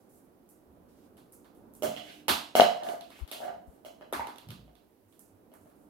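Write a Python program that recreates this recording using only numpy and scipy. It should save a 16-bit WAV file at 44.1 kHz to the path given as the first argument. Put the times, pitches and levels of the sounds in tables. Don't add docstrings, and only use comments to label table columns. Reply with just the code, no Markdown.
import sys
import numpy as np
from scipy import signal
from scipy.fft import rfft, irfft
from scipy.io import wavfile
from scipy.ndimage import uniform_filter1d

SR = 44100
rng = np.random.default_rng(int(sys.argv[2]) if len(sys.argv) > 2 else 0)


def log_audio(samples):
    frames = np.atleast_2d(samples).T
    limited = np.clip(frames, -1, 1)
    pcm = np.round(limited * 32767).astype(np.int16)
    wavfile.write(sys.argv[1], SR, pcm)


N = 259749


def undb(db):
    return 10 ** (np.asarray(db) / 20)


def band(x, hz, octaves, order=2):
    edge = np.clip(hz * 2. 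** np.array([-octaves / 2, octaves / 2]), 10, .48 * SR)
    return signal.sosfilt(signal.butter(order, edge, "band", fs=SR, output="sos"), x)


def unit(x):
    return x / np.sqrt(np.mean(x ** 2))


def noise(hz, octaves, size=N):
    return unit(band(rng.standard_normal(size), hz, octaves))


def walk(rate):
    k = int(SR / rate)
    steps = np.repeat(rng.standard_normal(N // k + 1), k)
    return 1.3 * uniform_filter1d(uniform_filter1d(steps, k), k)[:N]


def curve(rows, index=1):
    rows = np.array(rows, float)
    return np.interp(np.arange(N) / SR, rows[:, 0], rows[:, index])


def gate(rows):
    start, end = rows[0][0], rows[-1][0]
    return curve([(start - .03, 0), (start, 1), (end, 1), (end + .04, 0)])


def ring(hz, db, t60, attack=.0004):
    t = np.arange(SR // 5) / SR
    hz, db, t60 = (np.reshape(v, (-1, 1)) for v in (hz, db, t60))
    modes = undb(db) * np.sin(2 * np.pi * hz * t) * 1000. 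** (-t / t60)
    return np.sum(modes, axis=0) * (1 - np.exp(-t / attack))


SCRATCH_S = 0.0023


def click(hz, octaves, db):
    t = np.arange(SR // 16) / SR
    spike = band(np.eye(1, len(t))[0], hz, octaves)
    grit = rng.standard_normal(len(t)) * np.exp(-t / SCRATCH_S)
    chatter = unit(band(grit, hz, octaves)) * np.std(spike)
    return undb(db) * np.array([chatter, chatter, spike, spike]) / np.max(np.abs(spike))


def add(out, s, x, pan_db, wall_db=0.):
    i = int(s * SR)
    n = min(x.shape[-1], N - i)
    left_db, right_db = pan_db / 2, -pan_db / 2
    out[:, i:i + n] += x[..., :n] * undb([[left_db], [right_db], [wall_db + left_db], [wall_db + right_db]])


# f/Hz, relative level/dB per Hz
HOUSE_SPECTRUM = [(15, -44), (25, -16.5), (59, -8.5), (149, -10), (195, -4), (256, 0), (301, -2), (503, -8),
                  (659, -11), (1940, -28.5), (3430, -34), (8140, -38.5), (12500, -28.5), (16000, -32.5)]
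# t/s, relative level/dB
MURMUR_SWELL = [(0, 0.1), (.7, 2.1), (1.3, 3.3), (1.7, 5.5), (2.5, 1.5), (4.6, 1.2), (4.95, -3), (5.3, 1.6),
                (5.6, 0), (5.89, 3.5)]
HOUSE_DB, SWELL_DB, FLICKER_DB = -60, 1.2, 0.38


def house():
    out, swell, murmur_db = 0, walk(5.6), curve(MURMUR_SWELL)
    table_hz, table_db = np.transpose(HOUSE_SPECTRUM)
    for hz in 28 * 2 ** np.arange(0, 9.2, 1 / 3):
        low = hz < 1500
        db = np.interp(np.log(hz), np.log(table_hz), table_db) + 10 * np.log10(hz)
        db = db + low * (SWELL_DB * swell + FLICKER_DB * walk(24) + murmur_db)
        alike = np.clip(1 - hz / 990.0, 0, .95) if hz > 90 else .3
        mid = np.sqrt(1 + alike) * noise(hz, 1 / 3)
        side = np.sqrt(1 - alike) * noise(hz, 1 / 3)
        out = out + undb(db) * np.array([mid + side, mid - side])
    return unit(out) * undb(HOUSE_DB + np.array([[-2.2], [2.2]]))


# t/s, f/Hz, level/dB (rms, before its flicker)
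HUM_VISITS = [
    [(1.95, 300, -60.5), (2.2, 301, -61), (2.3, 298, -59.5), (2.5, 302, -58)],
    [(5.6, 300, -73), (5.78, 297, -66.5), (5.89, 300, -65)],
]


def hum():
    tone = 0
    for rows in HUM_VISITS:
        level = undb(curve(rows, index=2) + 4.5 * walk(24))
        tone = tone + gate(rows) * level * np.sin(2 * np.pi * np.cumsum(curve(rows)) / SR)
    return np.sqrt(2) * tone * undb([[-2], [2]])


# f/Hz, level/dB
PORT_COLOUR = [(20, -17.5), (120, -3.5), (700, -0.6), (1700, -2.5), (2050, -0.5), (2400, -2), (2750, 1),
               (3100, 0), (5000, -0.5), (8500, -1.5), (12000, -1), (15000, -6)]


def ports(x):
    hz, db = np.transpose(PORT_COLOUR)
    grid = np.maximum(np.arange(2049) * SR / 4096, 1)
    cepstrum = irfft(np.log(undb(np.interp(np.log(grid), np.log(hz), db))))
    cepstrum[1:2048] *= 2
    cepstrum[2049:] = 0
    return signal.fftconvolve(x, irfft(np.exp(rfft(cepstrum)))[None], axes=1)[:, :N]


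# f/Hz, t60/s, level/dB, likeness of left and right (0-1)
TAIL_BANDS = [(83.5, 0.4, -20.5, .85), (167, 0.41, -16.5, 1), (383, 0.19, -14.5, 0.5), (720, 0.45, -17, 0),
              (1370, 0.33, -13, 0), (2670, 0.44, -17.5, 0.2), (5430, 0.4, -17.5, 0.6),
              (12200, .3, -17, 0.08)]
# left delay t/s, right delay t/s, level/dB
WALL_ECHOES = [(.0098, 0.01, -1), (.0212, .0206, -17), (0.029, .0316, -15)]
# left delay t/s, right delay t/s, level/dB
NEAR_PATHS = [(.0001, 0., -1.5), (.00025, .00032, -7), (.0022, .0024, -13), (.0036, .0033, -14)]


def passage(x):
    t, tail, near = np.arange(SR) / SR, 0, np.zeros((2, SR // 100))
    for hz, t60, db, alike in TAIL_BANDS:
        likeness = np.clip(alike, 0, 1)
        mid = np.sqrt(1 + likeness) * noise(hz, 0.97, size=SR)
        side = np.sqrt(1 - likeness) * noise(hz, 0.97, size=SR)
        decay = undb(db) * np.sqrt(hz / SR) * 1000. ** (-t / t60)
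        tail = tail + decay * np.array([mid + side, mid - side])
    tail = tail * (1 - np.exp(-(t / .007) ** 2))
    for paths, rows in ((tail, WALL_ECHOES), (near, NEAR_PATHS)):
        for left_s, right_s, db in rows:
            paths[[0, 1], [int(left_s * SR), int(right_s * SR)]] += undb(db)
    direct = signal.fftconvolve(x[:2], near, axes=1)[:, :N]
    walls = signal.fftconvolve(x[2:], tail, axes=1)[:, :N]
    return direct + walls


# t/s, level/dB
WALL_SHARE = [(0.5, -6), (1.25, -3.5), (1.8, -8.5), (2.5, 0.5), (2.9, -15), (3.25, -7.5), (3.45, -9.5),
              (4.0, -7), (4.15, -9.5), (4.4, -13), (5.0, -9)]


def wet_db(s):
    return np.interp(s, *np.transpose(WALL_SHARE))


# t/s, level/dB, f/Hz, half length t/s, left minus right level/dB
PHONE_JOLTS = [(3.231, -40.5, 59, 0.013, 29.5), (3.69, -52, 61.2, 0.012, 19),
               (4.662, -56.5, 55.9, 0.084, 2.5), (5.07, -64, 100.5, 0.039, -5),
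               (5.345, -60.5, 100, 0.029, -5), (5.622, -65, 93.3, 0.045, -0.5)]


def jolts():
    out, t = np.zeros((2, N)), np.arange(N) / SR
    for s, db, hz, half_s, pan_db in PHONE_JOLTS:
        swing = np.sin(2 * np.pi * hz * (s - t)) * np.exp(-((t - s) / half_s) ** 2)
        out += undb([[db + pan_db / 2], [db - pan_db / 2]]) * swing
    return out


# start t/s, length before the fade t/s, level/dB before its grain, lowest f/Hz
PAD_SCUFFS = [(0., 0.074, -77, 4800), (0.088, 0.11, -63.5, 7900), (0.881, 0.19, -75, 1400),
              (1.897, 0.29, -62.5, 1600), (2.834, 0.1, -52.5, 4760), (3.025, 0.17, -65.5, 5400),
              (3.357, 0.036, -58, 5900), (3.665, 0.087, -69.5, 7380), (5.079, 0.093, -71.5, 7200),
              (5.248, 0.069, -73.5, 7050), (5.602, .1, -74.5, 7340), (5.75, 0.091, -73.5, 7760)]
SCUFF_TOP_HZ, SCUFF_ATTACK_S, SCUFF_T60_S = 16300, 0.0078, 0.29


def scuffs():
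    out, t = np.zeros((2, N)), np.arange(SR // 2) / SR
    for s, length, db, low_hz in PAD_SCUFFS:
        fade = 1000. ** (-np.maximum(t - length, 0) / SCUFF_T60_S)
        shape = np.minimum(t / SCUFF_ATTACK_S, 1) * fade
        hz, octaves = np.sqrt(low_hz * SCUFF_TOP_HZ), np.log2(SCUFF_TOP_HZ / low_hz)
        hiss = np.array([shape * noise(hz, octaves, size=len(t)) for _ in range(2)])
        i = int(s * SR)
        n = min(len(t), N - i)
        out[:, i:i + n] += undb(db) * hiss[:, :n]
    return out * undb(2.0 * walk(25)) * undb([[-2], [2]])


# t/s, treble level/dB, middle level/dB, low level/dB,
# left minus right level/dB
CLAW_TICKS = [(0.4903, -40, -76, -78, -7), (0.4993, -44.5, -78, -82, 2), (1.1695, -44, -54, -55.5, -3),
              (1.3226, -35, -73, -62, -4), (1.4448, -51, -56, -52.5, -7), (1.5498, -49, -67, -79, -7.5),
              (1.7373, -38, -70, -70, -7), (1.751, -34.5, -58, -75, -2), (2.2819, -10, -14, -17, -5),
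              (2.834, -31.5, -32.5, -45, -2), (2.8874, -44, -34, -52, -10), (2.8961, -36, -50, -32.5, -9),
              (3.0093, -36, -35, -44, -8), (3.016, -54, -54, -59, -3), (3.1037, -38.5, -42, -42, -2),
              (3.1893, -41.5, -48.5, -45.5, 7), (3.277, -37, -41, -46.5, 4),
              (3.3142, -19.5, -26, -36.5, -3), (4.01, -56, -64, -41.5, -1.5),
              (4.126, -20.5, -38, -19.5, 1.5), (4.133, -28, -33, -31, -18.5),
              (4.2704, -31.5, -35.5, -34.5, -7), (4.2868, -45, -57, -36, -1), (4.359, -40, -43, -45, -5),
              (4.383, -34, -37, -44, -7), (4.4314, -52, -56, -47.5, 0), (4.4871, -36, -38.5, -45.5, 1),
              (4.5052, -31.5, -33.5, -39.5, -8.5), (4.5159, -39, -50.5, -48.5, 8.5),
              (4.753, -49, -51, -57, -8), (5.1249, -50.5, -59, -63, -11.5), (5.1927, -33, -62.5, -60, -8),
              (5.5384, -39, -64.5, -48, -7.5), (5.7, -52.5, -63.5, -56, -5)]
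# t/s, level/dB, f/Hz
FOOTFALLS = [(0.673, -51, 58.6), (0.799, -57, 63.3), (1.133, -57, 62.6), (1.822, -27.5, 397),
             (1.835, -33, 252), (1.857, -37.5, 160), (2.284, -54, 166), (2.288, -40, 69),
             (3.546, -48, 198.5), (4.168, -43, 64.6), (4.47, -37, 129), (4.49, -38.5, 150),
             (4.506, -42.5, 177), (4.529, -47.5, 140)]
CLAW_BANDS = 10740, 3350, 880, 330
PAD_BELOW_DB, CLAW_WET_DB = -9.5, -0.5
THUD_CYCLES, THUD_WALL_DB = 6.7, -3.5


def paws():
    out = np.zeros((4, N))
    treble_hz, middle_hz, low_hz, pad_hz = CLAW_BANDS
    for s, treble_db, middle_db, low_db, pan_db in CLAW_TICKS:
        tick = click(treble_hz, 0.8, treble_db) + click(middle_hz, 0.8, middle_db)
        slap = click(low_hz, 1.43, low_db) + click(pad_hz, 1.0, low_db + PAD_BELOW_DB)
        add(out, s, tick + slap, pan_db, wet_db(s) + CLAW_WET_DB)
    for s, db, hz in FOOTFALLS:
        add(out, s, ring(hz, db, THUD_CYCLES / hz, attack=0.00067), -3., THUD_WALL_DB)
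    return out


# t/s, hollow note
# level/dB, hollow note f/Hz, shell level/dB, crack level/dB, left minus right level/dB
BALL_KNOCKS = [(1.823, -25, 613, -31.5, -21.5, -6.5), (1.833, -20.5, 626, -51, -17, -3),
               (1.859, -30, 655.4, -30.5, -35, -2), (1.964, -37, 691, -33.5, -37, -9),
               (2.553, -8, 705, -13, -15.5, -1), (2.574, -18, 699, -26.5, -39, -10),
               (2.598, 1.5, 712, -16.5, -24, 9), (2.607, -18, 680, -7.5, -27.5, -5.5),
               (2.618, -6.5, 714, -33, -38, -8.5), (2.628, -17, 654, -52, -36, -10),
               (2.755, -36, 762, -62, -43, -10), (2.888, -28.5, 715, -35.5, -30, -3),
               (2.936, -27, 630, -71, -55, -3), (3.317, -38, 670, -39, -58.5, -1),
               (3.348, -40, 717, -43, -55, -5), (3.404, -33.5, 709, -58.5, -33.5, 2.5),
               (3.441, -39.5, 643, -45, -39.5, -16.5), (3.482, -39.5, 732, -47.5, -71.5, -5),
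               (3.849, -37, 648, -42, -34.5, -5), (4.011, -43, 608, -51.5, -58, -4.5),
               (4.195, -20, 918, -39.5, -40, -4), (4.221, -33.5, 995, -53, -55, 4),
               (4.679, -50.5, 703, -62, -71.5, -6), (5.517, -48.5, 650, -61, -56, -5),
               (5.658, -50, 637, -66, -62, -2)]
# multiple of its f, relative level/dB, t60/s before the choke
HOLLOW_PARTIALS = [(1., 0, .008), (1., -14, .2), (.93, -19, .12), (1.06, -19, .15), (.71, -20, .02),
                   (1.25, -14, .012), (1.6, -5, .006), (2.0, -6, .005)]
# f/Hz, relative level/dB, t60/s
SHELL_MODES = [(1250, -1, 0.0036), (1950, -5, 0.0085), (2980, -14, 0.042), (3184, 4.5, 0.0052),
               (3890, 3, 0.004), (4900, -12.5, 0.0094)]
# swell's top t/s, half length t/s, shell rasp level/dB,
# hollow rumble level/dB
BALL_ROLLS = [(1.933, 0.028, -59.5, -70), (2.017, 0.061, -88, -70.5), (2.103, .07, -63, -75),
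              (2.722, 0.11, -69, -50.5), (2.925, 0.076, -91, -63), (3.138, 0.062, -76, -97),
              (3.418, 0.095, -88, -57.5), (3.635, 0.14, -91.5, -75.5)]
THUD_BELOW_DB, THUD_HZ, THUD_T60_S = -21.5, 267, .052
HELD_T60_S = 0.15
FREE_HZ, SQUEEZE_POWER = 720, 3.4
LOUD_DB, DRIER_DB_PER_DB = -19, 1.07
CRACK_WET_DB = 2.5


def ball():
    out, t = np.zeros((4, N)), np.arange(N) / SR
    ratio, hollow_db, hollow_t60 = np.transpose(HOLLOW_PARTIALS)
    shell_hz, shell_db, shell_t60 = np.transpose(SHELL_MODES)
    spots_db = 2.0 * rng.standard_normal((len(BALL_KNOCKS), len(SHELL_MODES)))
    for (s, db, hz, stiff_db, crack_db, pan_db), spot_db in zip(BALL_KNOCKS, spots_db):
        longest_t60 = HELD_T60_S * min(FREE_HZ / hz, 1) ** SQUEEZE_POWER
        hollow = ring(hz * ratio, db + hollow_db, np.minimum(hollow_t60, longest_t60))
        shell = ring(shell_hz, stiff_db + shell_db + spot_db, shell_t60)
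        thud = ring(THUD_HZ, db + THUD_BELOW_DB, THUD_T60_S)
        drier_db = DRIER_DB_PER_DB * max(max(db, stiff_db) - LOUD_DB, 0)
        add(out, s, hollow + shell + thud, pan_db, wet_db(s) - drier_db)
        add(out, s, click(11000, 1.6, crack_db), pan_db, wet_db(s) + CRACK_WET_DB)
    grit = rng.standard_normal(N) * undb(8.5 * walk(67))
    shell_ring = unit(signal.fftconvolve(grit, ring(shell_hz, shell_db, shell_t60))[:N])
    rasp = 0.25 * shell_ring + unit(band(grit, 2300, 1.4))
    rumble = unit(signal.fftconvolve(grit, ring(690 * ratio, hollow_db, hollow_t60))[:N])
    for s, half_s, rasp_db, rumble_db in BALL_ROLLS:
        swell = np.exp(-((t - s) / half_s) ** 2)
        roll = swell * (rasp * undb(rasp_db) + rumble * undb(rumble_db))
        out += roll * undb([[-2], [2], [-2], [2]])
    return signal.sosfilt(signal.butter(2, 170, "high", fs=SR, output="sos"), out)


def scene():
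    floor = passage(ball() + paws()) + scuffs()
    return house() + hum() + jolts() + ports(floor)


TOP_HZ = 15850


def record(dry):
    low_pass = signal.ellip(8, .2, 60, TOP_HZ, fs=SR, output="sos")
    return signal.sosfilt(low_pass, np.clip(dry, -1, 1))


dry = scene()
out = record(dry)
log_audio(out)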